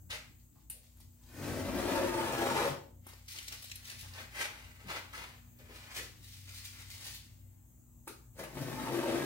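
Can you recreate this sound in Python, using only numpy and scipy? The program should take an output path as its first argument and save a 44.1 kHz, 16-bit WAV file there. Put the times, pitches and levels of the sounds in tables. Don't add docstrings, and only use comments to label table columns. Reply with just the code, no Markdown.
import sys
import numpy as np
from scipy import signal
from scipy.fft import rfft, irfft
from scipy.io import wavfile
from scipy.ndimage import uniform_filter1d

SR = 44100
rng = np.random.default_rng(int(sys.argv[2]) if len(sys.argv) > 2 else 0)


def transcribe(u):
    v = np.clip(np.atleast_2d(u).T, -1, 1)
    q = np.round(v * 32767).astype(np.int16)
    wavfile.write(sys.argv[1], SR, q)


def boost(x):
    u = np.asarray(x, float) / 20
    return 10 ** u


N = 407925

MODE_HZ = [55, 95, 140, 222, 261, 292, 348, 410, 481, 548, 620, 690, 807, 889, 976, 1053, 1227, 1440, 1645,
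           2280]
# width/Hz, level/dB
MODE_SHAPE = [(25, -2.5), (15.9, -11.5), (15.6, 4.5), (32, -6), (16.2, 6), (17.9, 1), (18.6, 4), (30.5, -9),
              (24.2, -0.5), (22.7, 2.5), (30, 0), (16.4, 2), (24, 4.5), (18.2, 7.5), (29.8, -1),
              (30.1, -42), (20, -1), (50.3, -18), (18, -3.5), (41.3, -20)]


def evened(x):
    return x / np.sqrt(np.mean(x ** 2) + 1e-20)


def read(points, hz):
    f, value = np.transpose(points)
    return np.interp(np.log(hz + 1), np.log(f + 1), value)


def track(tables, column, rest):
    t, out = np.arange(N) / SR, np.full(N, float(rest))
    for rows in tables:
        s, value = np.transpose(rows)[[0, column]]
        inside = (t >= s[0]) & (t <= s[-1])
        out[inside] = np.interp(t[inside], s, value)
    return out


def colour(x, points):
    log_gain = np.log(boost(read(points, abs(np.fft.fftfreq(8192, 1 / SR)))))
    taps = np.fft.ifft(np.exp(np.conj(signal.hilbert(log_gain)))).real[:4096]
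    return signal.oaconvolve(x, taps)[:len(x)]


def band(x, lo_hz, hi_hz):
    sos = signal.butter(2, [lo_hz, min(hi_hz, SR / 2.1)], "band", fs=SR, output="sos")
    return signal.sosfilt(sos, x)


def resonate(x, hz, width_hz):
    return signal.lfilter(*signal.iirpeak(hz, hz / width_hz, SR), x)


def drift(per_s, step=1):
    knots = rng.standard_normal(4000)
    return np.interp(np.arange(0, N, step) / SR * per_s, np.arange(len(knots)), knots)


def grains(per_s, spread_db, clump_db, clumps_per_s):
    hit = rng.random(N) < per_s / SR
    size = np.minimum(rng.exponential(1, N), 5)
    sign = rng.choice([-1., 1.], N)
    return evened(hit * sign * boost(spread_db * size + clump_db * drift(clumps_per_s)))


def strokes(rows):
    power = np.zeros(N // 16 + 1)
    t = np.arange(len(power)) * 16 / SR
    for s, db, swell_s, fade_s in rows:
        power += boost(db - 20 * np.maximum((s - t) / swell_s, (t - s) / fade_s)) ** 2
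    return np.repeat(np.sqrt(power), 16)[:N]


def peel():
    # t/s, panel level/dB, favoured pitch f/Hz, stiffness of the wood under the peel point (0-1)
    pulls = [
        [(1.2, -88.5, 227, 1), (1.364, -50.5, 252, 0.17), (1.434, -42.5, 260, 0.3), (1.78, -40, 307, 0),
         (1.86, -37.5, 360, 0.43), (2.302, -41.5, 390, 0.7), (2.4, -37, 390, 0.59), (2.6, -38.5, 430, 0.84),
         (2.68, -35.5, 504, 0.65), (2.72, -46.5, 405, 0.45), (2.79, -77, 450, 0)],
        [(8.34, -83, 452, 0.7), (8.398, -44.5, 480, 0.37), (8.5, -61, 342, 0.76), (8.58, -45, 250, 0.18),
         (8.792, -45, 273, 0.63), (8.93, -41, 348, 0.25), (9.03, -44.5, 408, 0.36), (9.08, -43, 460, 0),
         (9.14, -41, 384, 0.3), (9.25, -41.5, 294, 0.58)],
    ]
    # t/s, f/Hz
    leg_path = [(1.2, 85), (1.9, 80), (2.85, 110), (8.3, 160), (9.25, 160)]
    # t/s,
    # mode f/Hz, gain/dB, half length/s
    surges = [(1.51, 137, 11, 0.022), (1.49, 261, 2, 0.053), (1.656, 548, 6, .04), (1.704, 261, 3.5, .05),
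              (1.785, 548, 11, .03), (1.853, 292, 4, .04), (1.89, 690, 5.5, .04), (1.92, 348, 5, 0.055),
              (1.965, 889, 10, 0.033), (2.017, 548, 11, 0.14), (2.026, 348, 4, 0.032),
              (2.184, 889, 10, 0.1), (2.183, 348, 5, 0.049), (2.286, 889, 4, 0.028), (2.42, 348, 1, 0.045),
              (2.414, 807, 9.5, 0.031), (2.454, 548, 1, 0.042), (2.501, 889, 9, 0.018),
              (2.565, 1227, 5, 0.061), (2.575, 807, 10, 0.022), (2.66, 548, 5, 0.026),
              (2.65, 481, 2, 0.021), (2.702, 137, 12, 0.025), (2.752, 292, 19, 0.056), (1.5, 548, -8, 0.11),
              (2.554, 548, -2, 0.036), (8.6, 548, -7, 0.1), (9.04, 348, -2, .02), (8.624, 137, 4.5, 0.045),
              (8.73, 137, 3, 0.027), (8.74, 1645, 9, .05), (8.4, 222, 12, .05), (8.667, 222, 6, .04),
              (8.774, 222, 7, 0.026), (8.782, 889, 7, 0.035), (8.83, 222, 23, 0.035),
              (8.872, 889, 19.5, 0.046), (8.891, 481, 17, 0.05), (8.938, 348, 6, 0.04),
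              (8.983, 548, 10, 0.034), (9.008, 348, 8.5, 0.043), (9.032, 889, 22, 0.033),
              (9.085, 348, 12.5, 0.054), (9.076, 548, 14, 0.048), (9.164, 348, 9, 0.029),
              (9.18, 137, 2, 0.04), (9.22, 1645, 19, 0.042), (9.22, 292, 11, 0.037)]
    # f/Hz, level/dB per Hz
    rasp = [(60, -29), (100, -19), (200, -3), (400, 17), (800, 7), (1500, -33), (3000, -50), (6000, -14),
            (16000, -19)]
    # f/Hz, level/dB per Hz
    glue = [(800, -49), (1400, 2.5), (2000, 1.5), (3200, -9), (5500, -3), (8000, -7.5), (11000, -13),
            (16000, 1)]

    step = 64

    def every_sample(control):
        return np.repeat(control, step)[:N]

    level_db, stiff = track(pulls, 1, -120), track(pulls, 3, 0)
    favoured_hz, leg_hz = track(pulls, 2, 400)[::step], track([leg_path], 1, 100)[::step]
    over_db = np.maximum(level_db + 40, -20)

    upper_db = -28.5 + 35 * stiff
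    hiss_db = -9 - 0.41 * over_db
    octaves_up = np.log2(every_sample(favoured_hz) / min(MODE_HZ[4:]))
    legs_db = -3 - 0.19 * over_db - 13 * octaves_up

    slips = grains(per_s=3500, spread_db=2.8, clump_db=1.8, clumps_per_s=90)
    t = np.arange(0, N, step) / SR
    LEGS, PANEL, UPPER = range(3)
    groups = np.zeros((3, N))
    plain_power, surging_power = np.zeros((2, 3, len(t)))
    for hz, (width_hz, db) in zip(MODE_HZ, MODE_SHAPE):
        gain = boost(db + 2.5 * drift(9, step))
        if hz < 180:
            group = LEGS
            gain = gain * boost(-45 * np.log2(hz / leg_hz) ** 2)
        elif hz < 750:
            group = PANEL
            near = boost(-60 * np.log2(hz / favoured_hz) ** 2)
            near_octave = boost(-60 * np.log2(hz / 2 / favoured_hz) ** 2)
            gain = gain * (near + 0.39 * near_octave + 0.24)
        else:
            group = UPPER
        surge_db = np.zeros(len(t))
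        for s, mode_hz, up_db, half_s in surges:
            if abs(mode_hz / hz - 1) < .055:
                surge_db += up_db * np.exp(-((t - s) / half_s) ** 2)
        surging = gain * boost(surge_db)
        plain_power[group] += gain ** 2
        surging_power[group] += surging ** 2
        ring = resonate(every_sample(surging) * slips, hz, width_hz) / np.sqrt(width_hz)
        if group == LEGS:
            ring = resonate(ring, hz, 2 * width_hz)
        groups[group] += ring

    for group in range(3):
        groups[group] /= np.sqrt(uniform_filter1d(groups[group] ** 2, 2600) + 1e-12)
        groups[group] *= every_sample(np.sqrt(surging_power[group] / plain_power[group]))
    legs, panel, upper = groups
    table = panel + boost(upper_db) * upper + boost(legs_db) * legs
    table += boost(-14.0) * evened(colour(slips, rasp))
    fizz = grains(per_s=7000, spread_db=2.5, clump_db=1.8, clumps_per_s=200)
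    hiss = boost(hiss_db) * evened(colour(fizz, glue))
    jerk_db = 1.12 * drift(45)
    return boost(level_db + jerk_db) * (table + hiss)


def knocks():
    # t/s, peak level/dB
    blows = [
        (0.702, -57),
        (1.002, -65),
        (3.066, -47),
        (8.0737, -38),
        (8.395, -54),
        (8.436, -59),
        (8.571, -32.5),
    ]
    out, t = np.zeros(N), np.arange(9000) / SR
    strike_db = 4 * rng.standard_normal((len(blows), len(MODE_SHAPE)))
    hz, (width_hz, db) = np.array(MODE_HZ), np.transpose(MODE_SHAPE)
    decay = np.exp(-1.7 * np.pi * width_hz[:, None] * t)
    rings = decay * np.sin(2 * np.pi * hz[:, None] * t)
    for (s, blow_db), spot_db in zip(blows, strike_db):
        ring = (boost(1.4 * db + spot_db) * (hz > 320)) @ rings
        start = round(s * SR)
        out[start:start + len(t)] += boost(blow_db) * ring / abs(ring).max()
    return out


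def crinkles():
    # peak t/s, level/dB, swell/s, fade/s
    fumbles = [(.4, -65, 0.023, 0.035), (.602, -67, 0.15, .055), (.7, -55, 0.0033, 0.16),
               (.84, -62.5, 0.017, 0.14), (1.01, -57.5, 0.058, 0.041), (1.3, -58.5, 0.18, 0.037),
               (8.078, -43.5, 0.012, 0.041), (8.4, -46, 0.038, 0.021)]
    # peak t/s, level/dB, swell/s, fade/s
    squeezes = [(3.068, -53.5, 0.014, 0.19), (3.281, -43, 0.0049, 0.13), (3.39, -46.5, 0.16, 0.29),
                (3.49, -45.5, 0.064, .02), (3.54, -42, 0.055, 0.053), (3.64, -44, 0.14, 0.063),
                (3.72, -50, 0.061, .02), (3.76, -43, 0.017, 0.017), (3.9, -41.5, .11, 0.047),
                (4.01, -47.5, 0.08, 0.082), (4.21, -51, 0.78, 0.066), (4.41, -54, .06, 0.32),
                (4.8, -63, 0.012, 0.15), (4.898, -43.5, 0.037, 0.17), (5.131, -49, .004, 0.23),
                (5.59, -63.5, 0.027, 0.075), (5.74, -50.5, 0.028, 0.25), (5.97, -38.5, .06, .1),
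                (6.04, -47, .1, 0.056), (6.23, -52.5, .01, 0.37), (6.33, -53, 0.2, 0.19),
                (6.58, -44, 0.35, 0.06), (6.651, -39.5, 0.044, 0.075), (6.82, -51, 0.55, 0.2),
                (6.92, -44, 0.058, 0.26), (7.05, -45.5, 0.22, 0.23), (7.15, -47, 0.53, 0.057)]
    # f/Hz, level/dB per Hz
    paper = [(300, -39.5), (700, -20), (1300, -14), (2000, -5), (3000, -4.5), (4300, -2.5), (6000, -5),
             (9000, -10), (12500, -12.5), (16000, -1.5)]
    buckles = grains(per_s=2600, spread_db=4.2, clump_db=2.3, clumps_per_s=90)
    return boost(-4.5) * strokes(fumbles + squeezes) * evened(colour(buckles, paper))


def snaps(rows, echo_db, bounce_db, rise_s):
    length, peak_s = 2000, .004
    out, t = np.zeros(N + length), np.arange(length) / SR
    noise = rng.standard_normal((len(rows), length))
    fall_s = max(.001, rise_s)
    envelope = np.exp(-abs(t - peak_s) / np.where(t < peak_s, rise_s, fall_s))
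    for (s, db, low_db, top_db), puff in zip(rows, noise):
        burst = puff * envelope
        start = round((s - peak_s) * SR)
        for lo_hz, hi_hz, part_db in ((350, 1600, low_db), (2000, 7000, 0), (9000, 16000, top_db)):
            part = band(burst, lo_hz, hi_hz)
            out[start:start + length] += boost(db + part_db) * part / abs(part).max()
    return np.outer([1, boost(echo_db), boost(bounce_db)], out[:N])


def picks():
    # t/s, peak level/dB, low part above the peak/dB, top part above the peak/dB
    tugs = [(0.106, -36, -17, -6), (0.6999, -41.5, -29, 13.5), (0.9718, -66, -1, 12),
            (1.0026, -55, -4, 7.5), (3.0679, -55, 14, 15), (4.1363, -40, -23, -6), (7.1463, -37, -24, 2.5),
            (8.077, -47.5, 15, 15.5), (8.392, -50, 11, 1), (8.4373, -44, 12, 5), (8.571, -63, 11, 4)]
    return snaps(tugs, echo_db=0.5, bounce_db=-1.5, rise_s=0.00034)


def creases():
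    # t/s, peak level/dB, low part above the peak/dB, top part above the peak/dB
    folds = [(3.1354, -45, -4, -16), (3.2845, -40, -21, -10), (3.363, -35.5, -19, -10),
             (3.378, -35, -26, -14), (3.388, -30, -19, -6), (3.4828, -30, -15, -3), (3.5254, -33, -28, -3),
             (3.626, -42, -7, 3), (3.6444, -40, -8, 1), (3.6995, -38, -9, -9), (3.7165, -30.5, -36, -8),
             (3.7576, -38.5, -25, 3), (3.8549, -41, -30, -7), (3.9013, -37, -28, -8), (3.9915, -50, -21, 5),
             (4.011, -38, -22, 0), (4.3558, -61.5, -1, -13), (4.8866, -41.5, -8, -4), (5.132, -46, -9, -13),
             (6.224, -55, -20, -4), (6.493, -38, -20, -8), (6.6531, -37, -24, -4), (6.9036, -39.5, -31, -1)]
    return snaps(folds, echo_db=-7.5, bounce_db=-4, rise_s=0.0017)


def scuffs():
    # peak t/s, level/dB, swell/s, fade/s, dullness (0-1)
    drags = [(0.103, -44, 0.0068, 0.12, 0.38), (3.07, -64.5, 0.049, 0.27, 0.5),
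             (3.359, -57, 0.035, 0.14, 0.18), (3.53, -55.5, 0.044, 0.073, 0.37),
             (3.92, -60, 0.26, 0.23, 0.4), (4.05, -61, 0.048, 0.09, 0.96), (4.16, -54, 0.027, 0.098, 0.57),
             (4.2, -49.5, 0.084, 0.1, 0.7), (4.349, -52, 0.003, 0.54, 0.43),
             (4.418, -41, 0.091, 0.07, 0.35), (4.46, -56, 0.054, 0.23, 0.92),
             (4.79, -64.5, 0.0036, 0.46, 0.77), (4.902, -42, 0.038, .15, 0.77),
             (4.935, -46.5, 0.036, .05, 0.8), (4.97, -42.5, 0.09, 0.043, 0.8),
             (5.129, -58.5, 0.003, .2, 0.16), (5.2, -50.5, 0.11, 0.19, 0.63), (5.7, -58, 0.023, 0.49, 0.6),
             (5.595, -66.5, .01, .3, 0.5), (5.92, -57, 0.28, .1, 0.57), (5.971, -46.5, 0.06, 0.11, 0.32),
             (6.48, -66.5, 0.036, 0.82, 0.2), (6.8, -62, 0.15, 0.094, 0.1), (7.08, -60.5, 0.27, 0.14, 0.8)]
    # f/Hz, level/dB per Hz
    grit_bright = [(120, -37), (300, -1.5), (600, -6), (1200, 2), (2000, 9.5), (3500, -2), (6000, -1.5),
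                   (10000, -9.5), (16000, -9)]
    # f/Hz, level/dB per Hz
    grit_dull = [(120, -38), (250, -12), (500, -2.5), (900, 0), (1600, -2), (2800, -10), (5000, -13),
                 (9000, -29), (16000, -57.5)]
    grit = grains(per_s=6800, spread_db=0.5, clump_db=2.0, clumps_per_s=87)
    bright, heavy = colour(grit, grit_bright), colour(grit, grit_dull)
    bright, heavy = (v / np.std(band(v, 600, 1800)) for v in (bright, heavy))
    s, db, swell_s, fade_s, dull = np.transpose(drags)
    light_db, hard_db = 20 * np.log10(np.clip([1 - dull, dull], 1e-3, 1))
    light = strokes(zip(s, db + light_db, swell_s, fade_s))
    hard = strokes(zip(s, db + hard_db, swell_s, fade_s))
    return light * bright + hard * heavy


def thumps():
    # t/s, peak level/dB, f/Hz, length/s
    pushes = [(0.125, -47, 510, 0.013), (0.104, -36, 3500, 0.025), (0.553, -64.5, 890, 0.038),
              (0.732, -62.5, 554, 0.092), (4.22, -57, 180, 0.026), (4.84, -48.5, 150, 0.028),
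              (5.13, -40, 1450, 0.038), (5.589, -56, 484, 0.056), (5.689, -50, 377, 0.021),
              (5.985, -46, 390, 0.04), (6.10, -61, 189, 0.036), (8.091, -45, 336, 0.019)]
    out, t = np.zeros(N), np.arange(8000) / SR
    noise = rng.standard_normal((len(pushes), len(t)))
    for (s, db, hz, length_s), puff in zip(pushes, noise):
        envelope = np.exp(-t / length_s) * (1 - np.exp(-t / .004))
        push = band(puff, hz / 1.3, hz * 1.3) * envelope
        start = round(s * SR)
        out[start:start + len(t)] += boost(db) * push / abs(push).max()
    return out


def ports(x, feed):
    # delay/ms, left level/dB, right level/dB
    bounce_rows = [
        (1.1, -8, -20),
        (2.6, -7, 1),
        (3.8, 0, -13),
        (7.7, -7.5, -9.5),
    ]
    # t/s, lag of the left port/samples
    lag = [(0, 11), (.5, 1), (1.3, 0), (2.8, -8), (4.05, -13), (4.1, 9), (5.5, 9), (6.15, 5), (6.2, -6),
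           (9.25, -4)]
    taps, at = np.zeros((2, 400)), np.arange(N)
    for k, (ms, *db) in enumerate(bounce_rows):
        taps[[0, 1], round(ms * SR / 1000) + np.array([3 * k, 9 - 3 * k])] = boost(np.array(db))
    bounced = signal.oaconvolve(feed[None], band(taps, 1500, 20000), axes=1)[:, :N]

    def delayed(samples):
        return np.clip(at - np.round(samples).astype(int), 0, N - 1)

    left, right = (x + v[delayed(7 * drift(2.5))] for v in bounced)
    return np.array([left[delayed(track([lag], 1, 0))], right])


def garage(x, first_ms):
    # f/Hz, t60/s
    decay = [(150, 0.54), (660, 0.46), (1740, 0.37), (4590, 0.4), (12000, 0.25)]
    taps = np.zeros((2, SR))
    at = np.arange(round(first_ms * SR / 1000), SR - 20, 20)
    at = at + rng.integers(0, 20, (2, len(at)))
    np.put_along_axis(taps, at, rng.choice([-1., 1.], at.shape), 1)
    hz, t, z = signal.stft(taps, SR, nperseg=256)
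    tail = signal.istft(z * boost(-60 * t / read(decay, hz)[:, None]), SR, nperseg=256)[1]
    length = tail.shape[1]
    shared = 1 / (1 + (np.fft.rfftfreq(length, 1 / SR) / 300) ** 2)
    left, right = rfft(tail)
    tail = irfft([left, shared * left + np.sqrt(1 - shared ** 2) * right], length)
    return signal.fftconvolve(x[None], tail / np.linalg.norm(tail[0]), axes=1)[:, :N]


def echoes(feed):
    # f/Hz, level/dB
    walls = [(100, -8), (600, -6), (2200, 0), (16000, 0)]
    feed = colour(feed, walls)
    turn = 2 * np.pi * .9 * np.arange(N) / SR
    return garage(feed * np.cos(turn), 8) + garage(feed * np.sin(turn), 8)


def hum():
    # f/Hz, level/dB
    lines = [
        (55.54, -68),
        (59.12, -64),
        (120, -68),
        (180, -79),
        (239.96, -72),
    ]
    # t/s, f/Hz, level/dB
    engine = [(0, 89.3, -60), (.6, 89.6, -71), (1.2, 90, -63.5), (3, 91.6, -58), (3.6, 92.1, -60.5),
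              (4.5, 92.7, -60.5), (5.5, 94, -65.5), (6.3, 94.8, -57), (7, 95.2, -57), (7.5, 95.6, -58.5),
              (7.8, 96.5, -73), (9.25, 97, -102)]
    t = np.arange(N) / SR
    in_step_s = .145
    out = np.zeros(N)
    for hz, db in lines:
        out += boost(db + 1.7 * drift(2.9)) * np.cos(2 * np.pi * hz * (t - in_step_s))
    turns = np.cumsum(track([engine], 1, 97) + .4 * drift(6)) / SR
    out += boost(track([engine], 2, -70) + 2.7 * drift(7.4)) * np.cos(2 * np.pi * turns)
    return np.sqrt(2) * out


def floor():
    # f/Hz, level/dB per Hz
    spectrum = [(25, -39.5), (60, -15), (120, -16), (200, -29), (300, -26), (400, -40.5), (900, -41.5),
                (2000, -52.5), (5500, -55.5), (6600, -38.5), (9000, -50), (12500, -47), (13200, -37),
                (16000, -31)]
    # f/Hz, likeness (0-1)
    likeness = [(60, 0.97), (240, 0.39), (950, 0.13), (3770, 0.024), (15000, 0.21)]
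    # f/Hz, width/Hz, level/dB
    whine = [(7660, 110, -76)]
    frames, hz = N // 512 + 5, np.fft.rfftfreq(2048, 1 / SR)
    a, b, c, d, patches = rng.standard_normal((frames, len(hz), 5)).T
    patches = uniform_filter1d(uniform_filter1d(patches, size=20, axis=0), size=8, axis=1)
    same = np.clip(read(likeness, hz), -1, 1)[:, None]
    left, other = a + 1j * b, c + 1j * d
    z = np.array([left, same * left + np.sqrt(1 - same ** 2) * other])
    z *= boost(read(spectrum, hz)[:, None] + 2.1 * evened(patches))
    air = signal.istft(z, nperseg=2048, noverlap=1536)[1][:, :N]
    air *= boost(-64.5) / np.std(band(air, 300, 16000))
    for f, width_hz, db in whine:
        air += boost(db) * evened(resonate(rng.standard_normal((2, N)), f, width_hz))
    return air


def scene():
    # t/s, level/dB
    duck = [(0, 0), (.6, -4), (2.6, 2), (2.95, -4.5), (3.1, -2), (5, -0.5), (7.6, -2.2), (8.4, -1),
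            (9.25, 1.5)]
    pull, steps, hands = peel() + knocks(), scuffs() + thumps(), crinkles()
    cracks, cracks_echo, cracks_bounce = picks() + creases()
    steady = boost(-1.5) * pull + boost(-1.5) * steps + boost(-3.0) * hands
    direct = ports(steady + boost(-2.5) * cracks, steady + cracks_bounce)
    to_walls = boost(-1.0) * pull + boost(-3.5) * steps + boost(0.5) * hands + cracks_echo
    background = boost(track([duck], 1, 0)) * (floor() + hum())
    return direct + echoes(to_walls) + background


def top_cut(x):
    return signal.sosfilt(signal.butter(12, 16670, fs=SR, output="sos"), x)


def record(dry):
    # f/Hz, level/dB
    lean_rows = [(60, 1.5), (300, 6), (600, 2), (1500, 2), (3000, 1.3), (15000, 2)]
    # f/Hz, level/dB
    mic = [(6000, 1), (8000, 1.5), (9300, 5.5), (10100, 3.5), (11000, 2.5), (12500, 3), (13500, 0),
           (15500, -5)]
    hz = np.fft.rfftfreq(N, 1 / SR)
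    lean = boost(read(lean_rows, hz) / 2)
    response = boost(read(mic, hz)) * (hz < 15830)
    mix = irfft(rfft(dry) * np.array([lean, 1 / lean]) * response, N)
    return top_cut(mix)


dry = scene()
out = record(dry)
transcribe(out)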